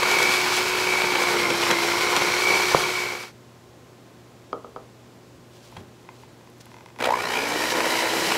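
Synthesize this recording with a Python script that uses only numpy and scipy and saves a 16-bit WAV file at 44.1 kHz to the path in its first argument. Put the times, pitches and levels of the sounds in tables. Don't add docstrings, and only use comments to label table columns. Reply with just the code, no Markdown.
import sys
import numpy as np
from scipy import signal
from scipy.fft import rfft, irfft, next_fast_len
from scipy.io import wavfile
from scipy.ndimage import uniform_filter1d

SR = 44100
rng = np.random.default_rng(int(sys.argv[2]) if len(sys.argv) > 2 else 0)


def wrap_up_sound(samples):
    columns = np.atleast_2d(samples).T
    tamed = np.clip(columns, -1, 1)
    steps = np.round(tamed * 32767).astype(np.int16)
    wavfile.write(sys.argv[1], SR, steps)


N = 369116
T = np.arange(N) / SR

MAINS_HZ = 60
SWITCH_ON_S, SPIN_UP_S, SPIN_UP_SHAPE, FULL_SPEED_HZ = 6.99, .233, .91, 337.7
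TURNS_PER_BLADE = 10.6
FIRST_KICK_S, SECOND_KICK_S, STALL_LAG_S = .0042, 7.006, .006
FADE_START_S, FADE_END_S = 2.768, 3.325
FREE_HZ, SAG_HZ = 368, 20
# (gain at no load [dB], change at full load [dB])
SHAFT_LEVEL, WHINE_LEVEL = (-33, 0.88), (-26, 1.2)
CHURN_LEVEL, RASP_LEVEL = (-29, 1.6), (-35.5, 1.5)
# (gain at full speed [dB], change at rest [dB])
SPIN_WHINE, SPIN_CHURN, SPIN_RASP = (-28.5, -7), (-27, -4.5), (-35, -4)
SPIN_FAN, SPIN_BRUSH = (-28, -14), (-42, -27)

# (time [s], speed [Hz])
SHAFT_SPEED = [(0.04, 365.0), (0.57, 364.6), (0.61, 367.0), (0.94, 367.5), (1.16, 360.9), (1.52, 345.5),
               (1.69, 345.9), (1.76, 343.0), (1.89, 344.1), (2.02, 357.8), (2.25, 353.1), (2.32, 355.6),
               (2.45, 367.5), (2.63, 364.1), (2.87, 365.0), (3.2, 358.6)]
# (multiple of the shaft speed, level [dB])
GEAR_ORDERS = [(2, -18.5), (3, -12.5), (4, -20), (6, 1), (8, 2), (12, -26), (18, -21)]
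# (multiple of the shaft speed, level [dB])
SPIN_GEAR_ORDERS = [(3, -13), (6, 1), (8, -4), (9, -9), (12, -9)]
# (frequency [Hz], width [Hz], level [dB])
HOUSING = [(494, 300, 3.5), (1000, 197, 3), (1480, 120, -18), (2097, 184, -6), (2300, 55, 1),
           (3240, 330, -16), (3900, 450, -5), (6130, 540, -10.5), (7700, 730, -13.5), (12500, 1100, -12)]
# (time [s], gain [dB], length [s])
GEAR_BITES = [(.19, 8.5, 0.17), (.97, 5, 0.05), (1.21, 5, 0.08), (1.46, 1.5, 0.023), (1.59, -8, 0.029),
              (2.0, 2.5, .12), (2.51, 8.5, 0.09), (2.83, 2, 0.044), (3.05, 6, 0.098), (7.125, 11, 0.031),
              (7.4, 2, 0.064), (7.96, 6.5, 0.075)]
# (frequency [Hz], level [dB])
CHURN_SPECTRUM = [(35, -50), (60, -19.5), (150, -8.5), (270, -7), (450, -0.5), (650, -5), (820, -1.5),
                  (970, 4.5), (1200, -8), (1450, -2.5), (1800, -8.5), (2400, -2), (3500, -39), (8000, -67)]
# (frequency [Hz], level [dB])
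SPIN_CHURN_SPECTRUM = [(35, -50), (60, -20), (150, -14), (270, -6.5), (450, 1), (650, -0.5), (800, -0.5),
                       (905, 0), (985, 4), (1070, -3), (1160, -6), (1500, -6.5), (1900, -2), (2120, -11),
                       (2300, 0.5), (2600, -15), (3500, -27), (8000, -63)]
# (frequency [Hz], width [Hz], level [dB])
PATTER_RESONANCES = [(512, 33, -1), (735, 7.5, 8.5), (950, 53, -7), (984, 15, 9.5), (1423, 28, 4),
                     (3160, 180, -2.5), (3956, 110, 1)]
# (time [s], gain [dB], length [s])
BATTER_DIGS = [(.08, 3.5, 0.21), (1.2, 2, 0.065), (1.72, 3, 0.017), (2.17, 4.5, 0.055), (2.57, 3.5, 0.063),
               (7.8, 1.5, 0.14)]
# (frequency [Hz], level [dB])
RATTLE_SPECTRUM = [(200, -11), (500, 0), (950, 6.5), (1500, 0.5), (1900, 1), (2300, 4), (3200, -1.5),
                   (4300, -7.5), (6000, -13.5), (9000, -18.5), (15000, -28)]
# (frequency [Hz], level [dB])
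FIRST_FAN_SPECTRUM = [(1200, 0.5), (2550, -3), (3000, -2), (3500, -3.5), (4100, -3.5), (4800, -2.5),
                      (5700, -5.5), (6800, -9), (7600, -8.5), (8300, -12.5), (10800, -15.5), (12300, -16.5),
                      (14000, -22), (15700, -23)]
# (frequency [Hz], level [dB])
SECOND_FAN_SPECTRUM = [(1200, -6), (2550, -2), (3000, 2), (3500, -7), (4000, -1.5), (4350, -5),
                       (4800, -2.5), (5700, -6), (6800, -8.5), (7600, -8), (8300, -11.5), (10800, -13.5),
                       (12300, -14.5), (14000, -18.5), (15700, -24)]
# (time [s], level [dB])
FAN_LEVEL = [(0, -27.5), (.22, -25.5), (1.0, -28.5), (1.9, -28.5), (2.5, -26.5), (2.85, -27)]
# (multiple of the shaft speed, level [dB], smear [rad])
BRUSH_ORDERS = [(7, 5, 2), (12, 4.5, 2.4), (16, -10, 0.98), (18, -2.5, 0.71), (21, -10, 2.3),
                (33, -12, 3.9), (34, -9, 5.4)]
# (multiple of the shaft speed, level [dB], smear [rad])
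SPIN_BRUSH_ORDERS = [(12, 2, 1.5), (16, -2, 1.6), (18, -3, 1.3), (23, -12, 2.7)]
# (multiple of the shaft speed, level [dB], smear [rad])
WHISTLE_ORDERS = [(9, -2, 0.87), (12, -3, 2.1), (16, 4, 0.85)]
# (time [s], level [dB])
WHISTLE_LEVEL = [(1.0, -64), (1.4, -40), (2.5, -41), (2.9, -43)]
# (frequency [Hz], level [dB])
MOTOR_HUM = [(60, -60), (120, -62.5), (180, -55.5), (240, -53), (420, -44), (480, -47.5)]
# (time [s], level [dB], length [s], multiple of the shaft speed)
FIRST_OVERTONES = [(.25, -36, .15, 7), (.87, -36, .18, 7), (2.5, -40, .25, 12)]
# (time [s], level [dB], length [s], multiple of the shaft speed)
SECOND_OVERTONES = [(7.09, -29, .018, 6), (7.1, -30, .025, 4), (7.19, -36, .035, 6), (7.19, -37.5, .04, 12),
                    (7.26, -39.5, .024, 18), (7.26, -49, .05, 24), (7.33, -39, .04, 12),
                    (7.375, -34, .04, 9), (7.41, -45, .05, 18), (7.44, -34, .06, 8), (7.48, -48, .07, 21),
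                    (7.65, -45, .12, 18), (7.65, -37, .07, 6)]
# (frequency [Hz], level [dB])
APPLIANCE_HUM = [(120, -55.5), (240, -62.5), (360, -60), (700, -80), (1048, -69.5)]
# (frequency [Hz], level [dB])
VENTILATION_SPECTRUM = [(35, -20), (62, -4), (160, -0.5), (250, -0.5), (400, -1), (630, -5.5), (1000, -10),
                        (2000, -16), (4000, -19.5), (7700, -23.5), (8500, -27.5), (13000, -31),
                        (15700, -34)]
# (time [s], level [dB], length [s])
CLATTERS = [(.034, -19, .003), (.092, -28, 0.0036), (.116, -18, 0.0024), (1.155, -22, 0.0033),
            (1.238, -24, 0.0022), (1.287, -20, 0.0022), (1.346, -28, .002), (1.371, -22, 0.0018),
            (1.505, -19.5, .003), (1.63, -24.5, 0.016), (1.712, -18, 0.0054), (1.752, -27, 0.0023),
            (1.832, -24, 0.0063), (1.875, -34, 0.0088), (2.166, -19, 0.0051), (2.225, -32, .002),
            (5.77, -42.5, .004), (7.004, -25, 0.0015), (7.025, -22, 0.0022), (7.043, -20.5, .003),
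            (7.058, -21.5, 0.0044), (7.389, -38, .002), (8.319, -21, 0.0033)]
# (time [s], peak level [dB], contact [ms])
WIRE_HITS = [(.113, -12.5, 0.056), (.1878, -12, .06), (.2275, -10, .06), (.339, -13, .06),
             (.567, -13, 0.038), (1.5035, -20, 0.065), (1.6187, -16, .06), (1.7116, -11, .06),
             (1.843, -21, .06), (2.1644, -9.5, 0.072), (2.4366, -18, .06), (2.82, -15, 0.091),
             (5.769, -34.5, .4)]
# (frequency [Hz], level [dB], decay by 60 dB [s])
WIRE_MODES = [(3286, 1.5, 0.057), (4120, 5, 0.016), (4680, -2.5, 0.014), (5900, 6, 0.0083), (7180, 3, .012),
              (8360, 5, .004), (10600, 2, .004), (13300, -2, 0.0039)]
# (time [s], level [dB], length [s])
BATTER_LUMPS = [(1.205, -35, .012), (1.36, -30.5, 0.045), (1.51, -28, 0.019), (1.73, -29.5, 0.024),
                (2.18, -28, 0.0081), (2.53, -33, 0.036), (7.56, -31.5, 0.019), (8.15, -34, 0.037),
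                (8.3, -33, 0.039)]
# (frequency [Hz], level [dB])
LUMP_SPECTRUM = [(60, -34), (140, -5.5), (260, -5.5), (520, 2.0), (700, -17), (2000, -39), (8000, -47)]
# (time [s], peak level [dB], contact [ms])
BOWL_HITS = [(1.208, -29, .25), (1.485, -18, 0.18), (1.846, -17.5, 0.62), (1.943, -20, .25),
             (2.309, -27, 0.32), (2.521, -18, .6), (2.7462, -0.5, 0.39), (7.558, -16, .7),
             (7.864, -16, 0.48), (8.221, -18, 0.27)]
# (frequency [Hz], level [dB], decay by 60 dB [s])
BOWL_MODES = [(154, -16, 0.079), (362, -5, 0.047), (510, 0.5, 0.023), (717, 3.5, 0.012),
              (1030, 6.5, 0.0084), (1303, 4, 0.0066), (2600, -20, .006)]
# (time [s], peak level [dB], contact [ms])
CUP_HITS = [(4.5293, -14.5, 0.19), (4.645, -26.5, 0.48), (4.7613, -22.5, 0.28), (4.769, -31, 0.29)]
# (frequency [Hz], level [dB], decay by 60 dB [s])
CUP_MODES = [(228, -6.5, 0.019), (431, 1.5, 0.021), (675, 5.5, 0.012), (784, 1.5, 0.025),
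             (970, 5.5, 0.0098), (1260, 6, 0.025), (1420, 0.5, 0.008), (2260, -9, 0.0092),
             (3180, -12, 0.023), (4830, -5, 0.0048)]
# (time [s], level [dB], length [s])
RUSTLES = [(5.565, -56, 0.028), (5.68, -57, 0.052), (5.78, -56, 0.031), (6.02, -64, 0.018),
           (6.2, -60.5, 0.072), (6.611, -47.5, 0.0044), (6.72, -63, 0.087)]
# (frequency [Hz], level [dB])
RUSTLE_SPECTRUM = [(500, -13), (2000, 0), (3500, 4), (7000, -2), (8500, -6), (15000, -14)]
# (time [s], level [dB], length [s])
TICKS = [(5.718, -58, .002), (6.449, -58, .001), (6.501, -56, .001), (6.583, -56, .001), (6.657, -46, .001),
         (6.989, -53, 0.0016)]
# (frequency [Hz], level [dB])
TICK_SPECTRUM = [(1500, -14), (4000, 3), (8000, -8), (10500, 1), (13500, -3), (15700, -12)]
# (time [s], peak level [dB], contact [ms])
GRIP_HITS = [(5.724, -39, 0.55), (5.767, -31, 0.56), (6.049, -44, .2), (6.089, -30, 0.36),
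             (6.234, -38, 0.51), (6.41, -44, .5), (6.473, -41, .3), (6.666, -40, .2), (6.716, -39, .2),
             (6.742, -35, 0.16), (6.766, -38, 0.17), (6.785, -39, 0.18), (6.808, -38, 0.16),
             (6.86, -35.5, 0.1), (6.886, -41, .15), (6.902, -41, .15), (6.961, -37, .12), (6.988, -28, .1)]
# (frequency [Hz], level [dB], decay by 60 dB [s])
SHELL_MODES = [(870, 2.5, 0.022), (1010, 2, 0.028), (1490, 1.5, 0.007), (2070, -2, 0.026),
               (2510, -2, 0.018), (3410, -3, 0.0092), (5460, 2, 0.0043), (10500, -4, .004)]
# (time [s], level [dB], length [s])
ROCKING = [(5.79, -42, 0.03)]
# (frequency [Hz], level [dB])
COUNTER_SPECTRUM = [(40, -18), (90, 5), (200, 0), (450, -2), (1000, -17), (1600, -15), (5000, -46)]
# (time [s], gain [dB], length [s])
JOLT = [(7.05, 6, 0.03)]


def undb(db):
    return 10 ** (np.asarray(db) / 20)


def unit(x):
    return x / np.sqrt(np.mean(x ** 2))


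def curve(table):
    times, values = np.transpose(table)
    return np.interp(T, times, values)


def colour(x, spectrum):
    hz, db = np.transpose(spectrum)
    size = next_fast_len(N)
    f = np.maximum(np.arange(size // 2 + 1) * SR / size, 1)
    gain = undb(np.interp(np.log(f), np.log(hz), db))
    gain = gain * np.minimum(f / hz[0], 1) ** 2
    return unit(irfft(rfft(x, size) * gain, size)[:N])


def noise():
    return rng.standard_normal(N)


def walk(rate):
    return unit(np.interp(T * rate, np.arange(N), noise()))


def patter(rate, spread_db):
    happens = rng.random(N) < rate / SR
    sign = rng.choice([-1, 1], N)
    return happens * sign * undb(spread_db * np.clip(noise(), -2, 2))


def bump(time_s, length_s):
    return np.exp(-.5 * ((T - time_s) / length_s) ** 2)


def swells(table):
    return sum(undb(db) * bump(s, length) for s, db, length in table)


def boost(table):
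    return undb(sum(db * bump(s, length) for s, db, length in table))


def follow(law, control):
    db, change_db = law
    return undb(db + change_db * control)


def resonate(x, modes):
    out = np.zeros(N)
    for k, (hz, width, db) in enumerate(modes):
        b, a = signal.iirpeak(hz, hz / width, fs=SR)
        out += (-1) ** k * undb(db) * signal.lfilter(b, a, x)
    return out


def room(x, wet_db, t60=0.4, dull_hz=3500):
    t = T[:SR // 2]
    tail = noise()[:len(t)] * undb(-60 * t / t60) * (t > .007)
    tail = signal.lfilter(*signal.butter(1, dull_hz, fs=SR), tail)
    return x + undb(wet_db) * signal.fftconvolve(x, tail / np.linalg.norm(tail))[:N]


def knocks(hits, modes):
    out, t = np.zeros(N), T[:SR // 4]
    for s, peak_db, contact_ms in hits:
        ring = np.zeros(len(t))
        for k, (hz, db, t60) in enumerate(modes):
            decay = undb(db + rng.standard_normal() - 60 * t / t60)
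            ring += (-1) ** k * decay * np.sin(2 * np.pi * hz * t)
        push = t * np.exp(-2 * np.pi * t * 1000 / contact_ms)
        blow = signal.fftconvolve(ring, push)[:len(t)]
        start = int(s * SR)
        out[start:start + len(t)] += undb(peak_db) * blow[:N - start] / np.abs(blow).max()
    return out


def turning(shaft_hz):
    return 2 * np.pi * np.cumsum(shaft_hz) / SR


def kicks(kick_s, sharpness):
    pulse = np.exp(sharpness * (np.cos(2 * np.pi * MAINS_HZ * (T - kick_s)) - 1))
    return pulse / np.sqrt(uniform_filter1d(pulse ** 2, SR // MAINS_HZ))


def shaft(shaft_hz):
    return np.sqrt(2) * np.sin(turning(shaft_hz)) * (1 + .14 * walk(30))


def gears(shaft_hz, orders, kick_s, sharpness, surge, backlash):
    hurry = surge * (1 + 0.13 * walk(60)) * np.sin(2 * np.pi * MAINS_HZ * (T - kick_s))
    angle = turning(shaft_hz) + hurry + backlash * walk(240)
    teeth = undb(-14) * unit(patter(900, 3.6))
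    for order, db in orders:
        tone = np.sin(order * angle + 2 * np.pi * rng.random())
        teeth += undb(db) * (1 + .25 * walk(400)) * tone
    uneven = undb(1.1 * walk(40) + .5 * walk(6.5))
    return resonate(teeth * kicks(kick_s, sharpness) * uneven, HOUSING)


def churn(shaft_hz, spectrum, rate=1800, spread_db=3, uneven_db=1.5, throb_db=3, ring_db=-8):
    blades = np.cos(turning(shaft_hz) / TURNS_PER_BLADE)
    slaps = patter(rate, spread_db) * undb(uneven_db * walk(70) + throb_db * blades)
    slaps = room(slaps, wet_db=-9.5)
    ringing = unit(resonate(slaps, PATTER_RESONANCES))
    return unit(colour(slaps, spectrum) + undb(ring_db) * ringing)


def rasp(kick_s):
    rattling = patter(2200, 3) * kicks(kick_s, 2.0) * undb(3.5 * walk(50))
    return colour(rattling, RATTLE_SPECTRUM)


def fan(spectrum, crackle_db):
    crackle = unit(patter(1500, 6.0))
    return colour(noise() + undb(crackle_db) * crackle, spectrum) * undb(walk(35))


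def brushes(shaft_hz, orders, grit=0.46):
    angle = turning(shaft_hz)
    out = np.zeros(N)
    for order, db, smear in orders:
        scratch = 1 + grit * walk(450)
        out += undb(db) * scratch * np.sin(order * angle + smear * walk(160))
    return unit(out)


def hum(lines):
    return sum(undb(db) * unit(np.sin(2 * np.pi * hz * T + .51 * walk(5.6))) for hz, db in lines)


def overtones(shaft_hz, table):
    out = np.zeros(N)
    for s, db, length, order in table:
        tone = brushes(shaft_hz, [(order, 0, 1.15)], grit=.55)
        out += swells([(s, db, length)]) * tone
    return out


def first_run():
    shaft_hz = curve(SHAFT_SPEED)
    load = (FREE_HZ - shaft_hz) / SAG_HZ
    whine = gears(shaft_hz, GEAR_ORDERS, FIRST_KICK_S, sharpness=1.05, surge=.25, backlash=.085 + .03 * load)
    air = fan(FIRST_FAN_SPECTRUM, crackle_db=-6.0) + undb(-10) * brushes(shaft_hz, BRUSH_ORDERS)
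    sound = follow(SHAFT_LEVEL, load) * shaft(shaft_hz)
    sound += follow(WHINE_LEVEL, load) * boost(GEAR_BITES) * whine
    sound += follow(CHURN_LEVEL, load) * boost(BATTER_DIGS) * churn(shaft_hz, CHURN_SPECTRUM)
    sound += follow(RASP_LEVEL, load) * rasp(FIRST_KICK_S)
    sound += undb(curve(FAN_LEVEL)) * air
    sound += undb(curve(WHISTLE_LEVEL)) * brushes(shaft_hz, WHISTLE_ORDERS)
    sound += hum(MOTOR_HUM) + overtones(shaft_hz, FIRST_OVERTONES)
    fade = np.clip((FADE_END_S - T) / (FADE_END_S - FADE_START_S), 0, 1)
    return sound * fade ** .94


def kitchen():
    return hum(APPLIANCE_HUM) + undb(-50.5) * colour(noise(), VENTILATION_SPECTRUM)


def clatter():
    return swells(CLATTERS) * colour(patter(5000, 2.8), RATTLE_SPECTRUM)


def wire_ticks():
    return knocks(WIRE_HITS, WIRE_MODES)


def lumps():
    return swells(BATTER_LUMPS) * colour(patter(700, 3.2), LUMP_SPECTRUM)


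def bowl_knocks():
    return knocks(BOWL_HITS, BOWL_MODES)


def cup():
    return room(knocks(CUP_HITS, CUP_MODES), wet_db=-13, t60=.24, dull_hz=300)


def handling():
    crinkle = unit(patter(670, 6))
    brushing = colour(noise() + undb(-3) * crinkle, RUSTLE_SPECTRUM) * undb(2 * walk(45))
    sound = swells(RUSTLES) * brushing
    sound += swells(ROCKING) * colour(noise(), COUNTER_SPECTRUM)
    sound += swells(TICKS) * colour(noise(), TICK_SPECTRUM)
    return sound + knocks(GRIP_HITS, SHELL_MODES)


def second_run():
    slip = np.exp(-(np.maximum(T - SWITCH_ON_S, 0) / SPIN_UP_S) ** SPIN_UP_SHAPE)
    shaft_hz = FULL_SPEED_HZ * (1 - slip)
    lull = 1 - (1 - slip) ** 2.3
    kick_s = SECOND_KICK_S + STALL_LAG_S * slip ** 4
    shake = kicks(kick_s, .02 + .75 * slip)
    whine = gears(shaft_hz, SPIN_GEAR_ORDERS, kick_s, sharpness=.8 + slip, surge=.14, backlash=.14)
    whistle = follow(SPIN_BRUSH, lull) * brushes(shaft_hz, SPIN_BRUSH_ORDERS)
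    whistle += kicks(kick_s, .65) * overtones(shaft_hz, SECOND_OVERTONES)
    batter = churn(shaft_hz, SPIN_CHURN_SPECTRUM, rate=2500, spread_db=0.5,
                   uneven_db=1.6, throb_db=0.0, ring_db=-15.0)
    batter = follow(SPIN_CHURN, lull) * boost(BATTER_DIGS) * batter
    air = follow(SPIN_FAN, lull) * fan(SECOND_FAN_SPECTRUM, crackle_db=-11)
    sound = undb(-36) * (1 - slip) ** 4 * shaft(shaft_hz) + hum(MOTOR_HUM)
    sound += follow(SPIN_WHINE, slip) * boost(GEAR_BITES) * whine
    sound += follow(SPIN_RASP, lull) * rasp(kick_s)
    sound += shake * (whistle + boost(JOLT) * (batter + air))
    return sound * np.clip((T - SWITCH_ON_S) / 0.02, 0, 1)


def scene():
    bowl = room(clatter() + wire_ticks() + lumps() + bowl_knocks(), wet_db=-17.0)
    hands = room(handling(), wet_db=-15.5)
    mono = first_run() + kitchen() + bowl + cup() + hands + second_run()
    return np.array([mono, mono])


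def record(dry):
    return signal.sosfilt(signal.ellip(12, .2, 80, 15700, fs=SR, output="sos"), dry)


dry = scene()
out = record(dry)
wrap_up_sound(out)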